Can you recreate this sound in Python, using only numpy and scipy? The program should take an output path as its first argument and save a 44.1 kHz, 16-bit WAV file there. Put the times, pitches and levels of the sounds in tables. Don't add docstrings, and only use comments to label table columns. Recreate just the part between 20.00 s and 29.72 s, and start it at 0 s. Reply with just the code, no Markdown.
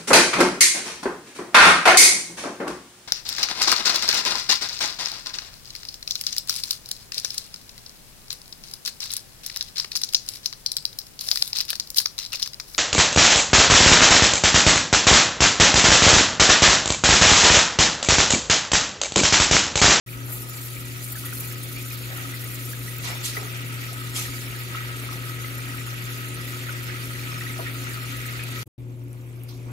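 import sys
import numpy as np
from scipy import signal
from scipy.fft import rfft, irfft
from scipy.io import wavfile
from scipy.ndimage import uniform_filter1d

SR = 44100
rng = np.random.default_rng(int(sys.argv[2]) if len(sys.argv) > 2 else 0)


def int16_out(signal):
    q = np.round(np.clip(np.atleast_2d(signal).T, -1, 1) * 32767)
    wavfile.write(sys.argv[1], SR, q.astype(np.int16))


def rack_gain(trim_db):
    fader = np.asarray(trim_db, float)
    return 10 ** (fader / 20)


N = 428644
T = np.arange(N) / SR
HZ = np.maximum(np.arange(N // 2 + 1) * SR / N, 1.)
CHANGE_S = 8.65
LEFT_RIGHT = np.array([[1], [-1]])

# time in seconds, boil of the large bubbles in dB, fine spray from the spoon in dB.
BOIL = [
    [(.07, -8, 6.5), (.25, -6.5, 6), (.5, -5.5, 9), (.9, -3.5, 5), (1.3, -5.5, 13), (1.55, -3, 9),
     (1.8, -6, 11.5), (2.2, 0, 2.5), (2.75, -3, 8), (3.2, 0.5, -1.5), (4.4, 0.5, -0.5), (5.5, 1, -2),
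     (7.5, 1, -1), (8.64, 2, -1.5)],
    [(8.652, -23, 1.5), (8.85, -20, -7.5), (9.24, -17, -5.5), (9.72, -13, -8)],
]
BUBBLE_HZ = (750, 1900, 5500, 13000)
# frequency in Hz, level in dB per Hz.
SIZZLE = [(300, -9.5), (600, -13), (900, -16.5), (1150, -17), (1500, -4.5), (2500, -9), (3200, -9.5),
          (4200, -10.5), (5500, -16), (7000, -13), (8100, -17), (9000, -15), (13000, -13.5), (15800, -17.5)]
# frequency in Hz, width in Hz, level in dB.
POT_AIR = [(945, 18, 1.5), (1274, 55, 14.5), (1380, 18, -7), (1930, 67, 6), (2550, 740, -2),
           (3700, 100, -45.5)]
# frequency in Hz, level in dB per Hz.
FOAM = [(300, -6.5), (600, -13), (1000, -10.5), (1600, -8), (2500, -3.5), (3500, -10.5), (5000, -14.5),
        (7000, -11.5), (10000, -13), (13000, -10), (15500, -15)]


def butter():
    boil_db, spray_db = curves(BOIL)
    levels = np.outer((0.31, 0.93, 0.94, 0.85), boil_db) + np.outer((0.053, 0, 0.5, 0.92), spray_db)
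    out = np.zeros((2, N))
    slow_surge = walk(11)
    crackle = walk(100)
    for hz in 350 * 2 ** np.arange(0, 5.7, 1 / 3):
        place = np.interp(np.log(hz), np.log(BUBBLE_HZ), np.arange(4))
        low = min(int(place), 2)
        small = np.clip(np.log2(hz / 1500) / 3, 0, 1)
        db = levels[low] + (place - low) * (levels[low + 1] - levels[low])
        db = db + surges(hz) + 0.6 * slow_surge
        db = db + (3.8 + .14 * spray_db) * small ** 3 * crackle
        db = db + (2.3 - 1.1 * small) * walk(35)
        burst = rng.random((2, N)) < hz * (.2 + .4 * small) / SR
        rarity = np.minimum(rng.exponential(size=(2, N)), 3.5)
        size = rack_gain((2.0 + 1.0 * small) * rarity) * rng.choice([-1., 1.], size=(2, N))
        rung = ring(ring(burst * size, hz, 0.32 * hz), hz, 0.37 * hz)
        out += rack_gain(db) * unit(rung) * np.sqrt(hz)
    out = np.where(T < CHANGE_S, colour(out, SIZZLE, POT_AIR), colour(out, FOAM, []))
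    return ports(*unit(out)) * rack_gain(-36)


# time of the peak in seconds, change of level in dB,
# pitch in Hz, fade in seconds.
SURGES = [(4.17, 5, 900, .08), (8.55, 3, 4500, .1), (.14, 4.5, 2200, 0.025), (.3, 8.5, 750, 0.17),
          (.33, 11, 13300, 0.066), (1.05, 2.5, 9000, .08), (1.12, 3.5, 750, 0.25), (1.35, -1, 13000, 0.042),
          (1.43, 4, 900, 0.05), (1.78, 4.5, 2510, .1), (1.86, -1.5, 13000, 0.1), (2.18, 6.5, 1000, 0.07),
          (3.0, -6, 13000, .02), (3.06, 10.5, 4500, 0.1), (3.1, 4, 1200, 0.045), (3.26, 18, 7050, 0.066),
          (3.39, 8, 694, 0.097), (4.17, 19, 7600, 0.09), (4.19, 1, 2500, 0.087), (4.76, 5, 1900, .06),
          (4.91, 9, 550, .07), (5.14, 6, 800, 0.057), (6.28, 1.5, 11000, .04), (6.89, 4.5, 2000, 0.036),
          (7.605, 10, 600, .05), (7.67, 2, 2000, 0.017), (7.84, 3.5, 750, .06), (9.51, 5, 6000, .08),
          (1.28, 3, 2000, .07), (8.8, -3.5, 700, .4), (8.67, 13, 12000, .01), (9.7, 8, 1000, 0.084),
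          (.34, 0, 11000, .06), (.42, 4, 11000, .03), (.5, 3, 12000, 0.14), (.46, -6, 10000, .02),
          (.83, -1, 11000, .03), (1.13, 3, 13000, 0.11), (1.3, 2.5, 13000, 0.053), (8.3, -3, 12000, .3),
          (5.65, 1.5, 1100, .2), (7.33, 3, 1500, 0.22), (5.14, 6, 400, .15), (.1, -3, 6000, 0.1),
          (1.55, -3, 12000, .15), (8.58, 1, 1100, .1), (3.05, 4, 9000, .06), (4.76, 2.5, 800, .08),
          (8.58, -3, 2200, .1), (5.4, 3, 11000, .1), (8.0, -2, 9000, .1), (4.3, -2, 2200, .1)]


def surges(hz):
    rise_s, octaves = 0.027, 0.86
    db = np.zeros(N)
    for s, peak_db, centre_hz, fade_s in SURGES:
        near = slice(int((s - .1) * SR), int((s + .6) * SR))
        age = T[near] - s
        fall = np.where(age < 0, (age / rise_s) ** 2, age / fade_s)
        db[near] += peak_db * np.exp(-(np.log2(hz / centre_hz) / octaves) ** 2 - fall)
    return db


# start in seconds, peak in dB, pitch in Hz.
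POPS = [(.3109, -18, 13700), (.4126, -21, 13200), (.7953, -22, 8810), (1.0437, -19, 12500),
        (1.3844, -13, 13000), (1.6388, -22, 9460), (1.8803, -19, 13100), (2.1746, -17, 11200),
        (2.223, -14, 14900), (2.4934, -24, 13100), (2.5572, -21, 6900), (2.654, -18, 11200),
        (2.7932, -17, 12900), (2.984, -11, 15000), (4.326, -26, 10000), (3.8408, -24, 6870),
        (3.931, -19, 7950), (4.16, -22, 8840), (4.17, -15, 9000), (4.1733, -19, 7000), (4.198, -20, 8000),
        (1.054, -19, 8000), (.86, -28, 7000), (4.9994, -19.5, 8900), (5.7744, -17, 12800),
        (6.0408, -21, 12700), (6.2843, -20, 12500), (6.836, -23, 11800), (7.1588, -28, 7400),
        (5.659, -23, 9740), (7.8424, -18, 9700), (7.935, -20, 11300), (8.0343, -28, 11900),
        (8.171, -21, 13100), (8.4373, -14.5, 10800)]
# start in seconds, peak in dB, pitch in Hz.
TICKS = [(8.9201, -41, 12700), (8.9924, -40, 14400), (9.0388, -33, 13500), (9.0832, -34, 11700),
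         (9.1305, -27, 9900), (8.9723, -47, 11300), (9.2897, -44, 8020), (9.3626, -44, 6030),
         (9.436, -20, 12630), (9.213, -44, 6000), (9.302, -42, 13000), (9.489, -38, 8000),
         (9.552, -42, 11000), (9.63, -42, 7000), (9.717, -40, 9000)]


def pops():
    low_hz, high_hz = 8400, 15000
    snaps = [(s, db, low_hz + draw * (high_hz - low_hz))
             for s, db, draw in chance_bursts(per_s=90, db=-32.5, spray_share=0.78)]
    out, t = np.zeros(N + 4096), T[:4096]
    for s, db, hz in POPS + TICKS + snaps:
        level = rack_gain(db + 1.2 - 60 * t * hz / 12.)
        out[int(s * SR):][:4096] += level * np.minimum(t * hz / 1.2, 1) * np.sin(2 * np.pi * hz * t)
    out = out[:N]
    echoes = np.array([pot_echo(.02), pot_echo(0.031)])
    return out + .45 * signal.fftconvolve(out[None], echoes, axes=1)[:, :N]


# start in seconds,
# peak in dB, pitch in Hz.
GULPS = [(0.1268, -33, 2340), (0.537, -38, 2340), (0.7637, -32, 2350), (0.8486, -36, 2380),
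         (1.2336, -32, 1320), (1.3245, -32.5, 1434), (1.4313, -38, 2410), (1.5091, -38, 1970),
         (1.7597, -29, 2340), (1.9062, -33, 2440), (2.3343, -28, 2000), (2.4295, -28.5, 1910),
         (2.7299, -31.5, 1630), (2.878, -32, 1930), (2.9838, -35.5, 2490), (3.0368, -33, 1950),
         (3.366, -23, 1960), (3.4505, -36, 1215), (3.553, -31, 2390), (3.832, -34, 1900),
         (4.3352, -30.5, 2200), (4.4749, -33.5, 2350), (4.5477, -30, 1680), (4.7458, -25, 1275),
         (5.0887, -32.5, 1254), (5.2666, -34.5, 1270), (5.4417, -30, 1994), (5.592, -34, 1280),
         (5.743, -37, 1320), (6.3691, -34, 1280), (6.4744, -29.5, 1930), (6.666, -31.5, 1900),
         (6.6874, -27, 1440), (6.7806, -30, 1930), (6.8919, -27, 2120), (7.269, -29, 2420),
         (7.3164, -32, 2500), (7.3405, -31, 2340), (7.416, -30, 1270), (7.4626, -30, 1920),
         (7.4975, -31, 2100), (7.6606, -30.5, 1856), (7.9101, -33, 1800), (8.251, -30, 1920),
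         (8.353, -32, 1930), (8.394, -29, 2450), (8.4808, -31, 1300), (8.556, -34, 2280),
         (8.5885, -31, 2340),
         (.085, -35.5, 2420), (1.151, -32, 1660), (1.166, -35, 1490), (1.244, -35, 1390),
        (1.2565, -32, 1900), (1.277, -37, 1930), (1.288, -38, 1900), (1.303, -34, 1850),
        (1.319, -33.5, 2460), (1.4, -37, 2350), (1.51, -34, 1690), (6.896, -29, 1660), (7.672, -31, 2300),
         (1.775, -31, 2400), (1.787, -33, 2420), (1.44, -35, 2420), (1.455, -35, 2400),
            (1.655, -34, 2350), (3.07, -33, 2700), (3.11, -33, 1950), (3.127, -31, 2250), (3.12, -34, 1300),
            (4.165, -31, 2300), (4.175, -31, 2200), (4.182, -29, 1240), (4.19, -30, 2550),
            (4.158, -31, 3250), (4.173, -31, 3700), (4.25, -33, 1900), (6.956, -33, 2050),
            (7.146, -32, 1940), (7.19, -33, 2390), (7.234, -32, 2360), (7.408, -29, 1850),
            (7.41, -33, 2600), (7.54, -33, 2310), (7.672, -30, 1850), (7.744, -33, 2430),
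            (7.845, -34, 1950), (7.972, -30, 1280), (8.148, -34, 1930), (8.157, -33, 1950),
            (8.184, -35, 1790), (8.292, -33, 2150), (8.392, -29, 1710), (8.432, -30, 2480),
            (8.537, -34, 1900), (8.556, -31, 1920), (8.575, -30, 1280)]


def gulps():
    blips = [(s, db, POT_AIR[(1, 3, 4)[int(3 * draw)]][0])
             for s, db, draw in chance_bursts(per_s=3, db=-43, spray_share=.01) if s < CHANGE_S]
    rows = GULPS + blips
    return in_pot(notes(rows, gain_db=-6, rise_s=.004, t60=.058, rough=.6, glide_per_s=.6, bass=.1))


# start in seconds, peak in dB, pitch in Hz.
KNOCKS = [(3.047, -35, 960), (3.062, -39, 960), (3.1, -35, 660), (3.366, -29, 1270), (3.366, -34, 2280),
          (3.372, -32, 430), (3.41, -34, 425), (3.44, -39, 410), (3.367, -39, 770), (3.425, -40, 750),
          (3.427, -40, 1280), (7.589, -33, 400), (7.589, -28.5, 667), (7.6, -35, 969)]


def knocks():
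    return in_pot(notes(KNOCKS, gain_db=-2.5, rise_s=.003, t60=0.06, rough=0.3, glide_per_s=0, bass=.8))


def notes(rows, gain_db, rise_s, t60, rough, glide_per_s, bass):
    out, t = np.zeros(N + 4096), T[:4096]
    for s, db, hz in rows:
        wobble = rough * unit(ring(ring(rng.standard_normal(4096), hz, 340), hz, 340))
        tone = wobble + np.sin(2 * np.pi * hz * t * (1 + glide_per_s * t))
        fall_db = 60 * np.maximum(t - rise_s, 0) / t60 * (hz / 1000) ** bass
        out[int(s * SR):][:4096] += rack_gain(db + gain_db - fall_db) * np.minimum(t / rise_s, 1) * tone
    return out[:N]


def in_pot(x):
    return x + 0.9 * signal.fftconvolve(x, pot_echo(0.037))[:N] * LEFT_RIGHT


def pot_echo(t60):
    echo = rng.standard_normal(4096) * rack_gain(-60 * T[:4096] / t60)
    return echo / np.sqrt(np.sum(echo ** 2))


def chance_bursts(per_s, db, spray_share):
    place, size, draw = rng.random((int(per_s * N / SR), 3)).T
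    boil_db, spray_db = (c[(place * N).astype(int)] for c in curves(BOIL))
    peak_db = db + boil_db + spray_share * spray_db - 3 * np.log(size + .02)
    return zip(place * N / SR, peak_db, draw)


# start in seconds, level in dB, time to fall 60 dB in seconds, lowest and highest Hz.
SPITS = [(1.15, -45, .1, 1400, 2200), (1.23, -46.5, 0.18, 60, 400), (2.09, -44.5, 0.82, 506, 1600),
         (3.035, -37, 0.93, 800, 8200), (3.075, -38, .6, 500, 3500), (3.235, -29.5, 0.56, 3000, 12800),
         (3.385, -41, 0.22, 250, 1100), (4.15, -30, 0.55, 2400, 11000), (4.152, -40, .5, 700, 3200),
         (4.147, -29.5, 0.31, 6000, 12500), (4.19, -49, 0.18, 150, 400), (7.585, -35.5, 0.14, 300, 1200),
         (9.483, -42.5, 0.31, 3200, 14000)]


def spits():
    out = np.zeros((2, N))
    for s, db, t60, low_hz, high_hz in SPITS:
        age = np.maximum(T - s, 0)
        noise = rng.standard_normal((2, N)) * rack_gain(3.0 * walk(150))
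        middle_hz = np.sqrt(low_hz * high_hz)
        for band, share in ((low_hz, middle_hz), 1.), ((middle_hz, high_hz), .6):
            hiss = signal.sosfilt(signal.butter(2, band, "band", fs=SR, output="sos"), noise)
            out += rack_gain(db - 60 * age / (t60 * share)) * np.minimum(age / 0.01, 1) * unit(hiss)
    return ports(*out)


# time in seconds, hum level in dB.
FAN = [
    [(0.07, -37), (0.11, -37.5), (0.28, -35), (0.57, -39), (0.71, -36.5), (1.21, -37.5), (1.28, -36),
     (7.97, -35), (8.14, -35), (8.43, -35.5), (8.6, -34.5), (8.62, -35.5)],
    [(8.785, -38.5), (8.847, -36.5), (9.275, -39), (9.591, -37.5), (9.72, -36)],
]
# frequency in Hz, level in dB, left minus right in dB, left lead in radians.
HUM = [(120, 1.5, 4.5, 0.29), (240.2, -19, -1, .2), (359.4, -15, -0.5, 0.82)]
# frequency in Hz, level in dB per Hz.
FAN_AIR = [(12, -80.5), (20, -43), (43, -14), (85, -13.5), (101, -11), (122, -13), (151, -14.5),
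           (360, -16.5), (454, -20.5), (509, -18.5), (2000, -76.5), (2600, -99), (4400, -120)]
# frequency in Hz, width in Hz, level in dB.
DUCT = [(57, 23, -4), (159, 5.7, 4), (273.8, 11.5, 10.5)]


def fan():
    hum_db, = curves(FAN)
    hum = 0
    for hz, db, pan_db, lead in HUM:
        phase = 2 * np.pi * hz * T + 0.16 * walk(6.7) + lead * LEFT_RIGHT / 2
        level = rack_gain(db + 0.7 * walk(9.2) + pan_db * LEFT_RIGHT / 2)
        hum = hum + level * np.sqrt(2) * np.sin(phase)
    air = unit(colour(rng.standard_normal((2, N)), FAN_AIR, DUCT))
    air_db = hum_db - 7.5 + walk(15)
    return rack_gain(hum_db) * hum + rack_gain(air_db) * ports(*air)


def curves(shots):
    s, *columns = np.vstack(shots).T
    return [np.interp(T, s, c) for c in columns]


def over_hz(table):
    hz, value = np.transpose(table)
    return np.interp(np.log(HZ), np.log(np.maximum(hz, 1.)), value)


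def unit(x):
    return x / np.sqrt(np.mean(x ** 2))


def ring(x, hz, width):
    return signal.lfilter(*signal.iirpeak(min(hz, .45 * SR), hz / width, fs=SR), x)


def colour(x, table, modes):
    rung = sum(rack_gain(db) * ring(x, hz, width) for hz, width, db in modes)
    return irfft(rfft(x + rung) * rack_gain(over_hz(table)), N)


def walk(rate):
    k = int(SR / rate)
    return 0.7 * uniform_filter1d(np.repeat(rng.standard_normal(N // k + 1), k)[:N], k)


# frequency in Hz, likeness from 0 to 1.
LIKENESS = [(60, .94), (130, .99), (200, .8), (290, .93), (600, .55), (850, .2), (1280, .75), (2200, .5),
            (3200, .25), (6200, .2), (8000, .25), (15000, .25)]
# frequency in Hz, lead in radians.
LEAD = [(100, -.2), (430, -.4), (800, .5), (1290, 2.), (1800, 3.1), (2330, 6.3), (3010, 9.5), (4000, 12.4),
        (6500, 4 * np.pi), (16000, 4 * np.pi)]
# frequency in Hz, left minus right in dB.
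TILT = [(60, 2), (130, 1.5), (290, -1.5), (700, -0.5), (1290, 3.5), (2000, -0.5), (3600, 1), (5500, -5),
        (8000, 1.5), (15000, 1.5)]


def ports(shared, apart):
    like = np.clip(over_hz(LIKENESS), 0, 1)
    lagging = like * np.exp(-1j * over_hz(LEAD)) * rfft(shared)
    right = lagging + np.sqrt(1 - like ** 2) * rfft(apart)
    tilt = rack_gain(over_hz(TILT) / 2)
    return np.array([irfft(rfft(shared) * tilt, N), irfft(right / tilt, N)])


def scene():
    return butter() + pops() + gulps() + knocks() + spits() + fan()


# start in seconds, length in seconds.
WIDE = [(.07, .197), (.668, .174), (.923, .081), (1.341, .145), (2.937, .128), (3.291, .082), (3.529, .296),
        (5.085, .139), (5.567, .25), (5.915, .087), (6.2, .168), (6.803, .088), (7.03, .174), (7.61, .082),
        (8.121, .11), (8.922, .232), (9.259, .087)]


def mottle(x, from_hz, mono_hz, band_hz, spread_db, holes, strays):
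    hz, frames, z = signal.stft(np.array([x[0] + x[1], x[0] - x[1]]) / 2, SR, nperseg=1024)
    shape = (int(SR / 2 / 300) + 1, len(frames) // 2 + 1)

    def spread(cells):
        return np.repeat(cells, 2, axis=1)[(hz / band_hz).astype(int), :len(frames)]

    busy = 1 + 1.5 * (frames[::2] < 1.6)
    gone = rng.random(shape)[:, :len(busy)] < holes * busy
    gone = gone | (np.roll(gone, 1, axis=1) & (rng.random(gone.shape) < .6))
    gone = gone | (np.roll(gone, 1, axis=0) & (rng.random(gone.shape) < .4))
    db = spread(spread_db * rng.standard_normal(shape)) * np.clip(hz / from_hz - 1, 0, 1)[:, None]
    db = db - 45 * spread(gone) * (hz[:, None] > 0.75 * mono_hz)
    wide = sum((frames >= s) & (frames < s + length) for s, length in WIDE) > 0
    edge_hz = mono_hz + 450 * np.repeat(rng.standard_normal(shape[1]), 2)[:len(frames)]
    near_10k = np.exp(-((hz[:, None] - 10200) / 500) ** 2)
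    odds = strays * (1 + 18 * near_10k + 16 * (frames < 1.4))
    kept = wide | (hz[:, None] < edge_hz) | (spread(rng.random(shape)) < odds)
    z = z * rack_gain(db) * np.array([kept | True, kept])
    mid, side = signal.istft(z, SR, nperseg=1024)[1][:, :N]
    return np.array([mid + side, mid - side])


def top_cut(x):
    return signal.sosfilt(signal.butter(12, 16670, fs=SR, output="sos"), x)


# time in seconds, gain from 0 to 1.
EDIT = [(.062, 0), (.063, 0.37), (.085, 0.95), (8.6305, 0.99), (8.631, 0.07), (8.645, 0), (8.647, 0),
        (8.657, 0), (8.678, 0.65), (8.679, 0), (8.7, 0), (8.7795, 0), (8.7805, 0.7), (8.8, 0.98)]


def record(dry):
    heard = mottle(dry, from_hz=2600, mono_hz=6920, band_hz=340, spread_db=3.0, holes=0.011, strays=0.023)
    steep_top = signal.ellip(10, .3, 70, 15660, fs=SR, output="sos")
    heard = signal.sosfilt(steep_top, heard)
    return top_cut(heard * np.interp(T, *np.transpose(EDIT)))


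dry = scene()
out = record(dry)
int16_out(out)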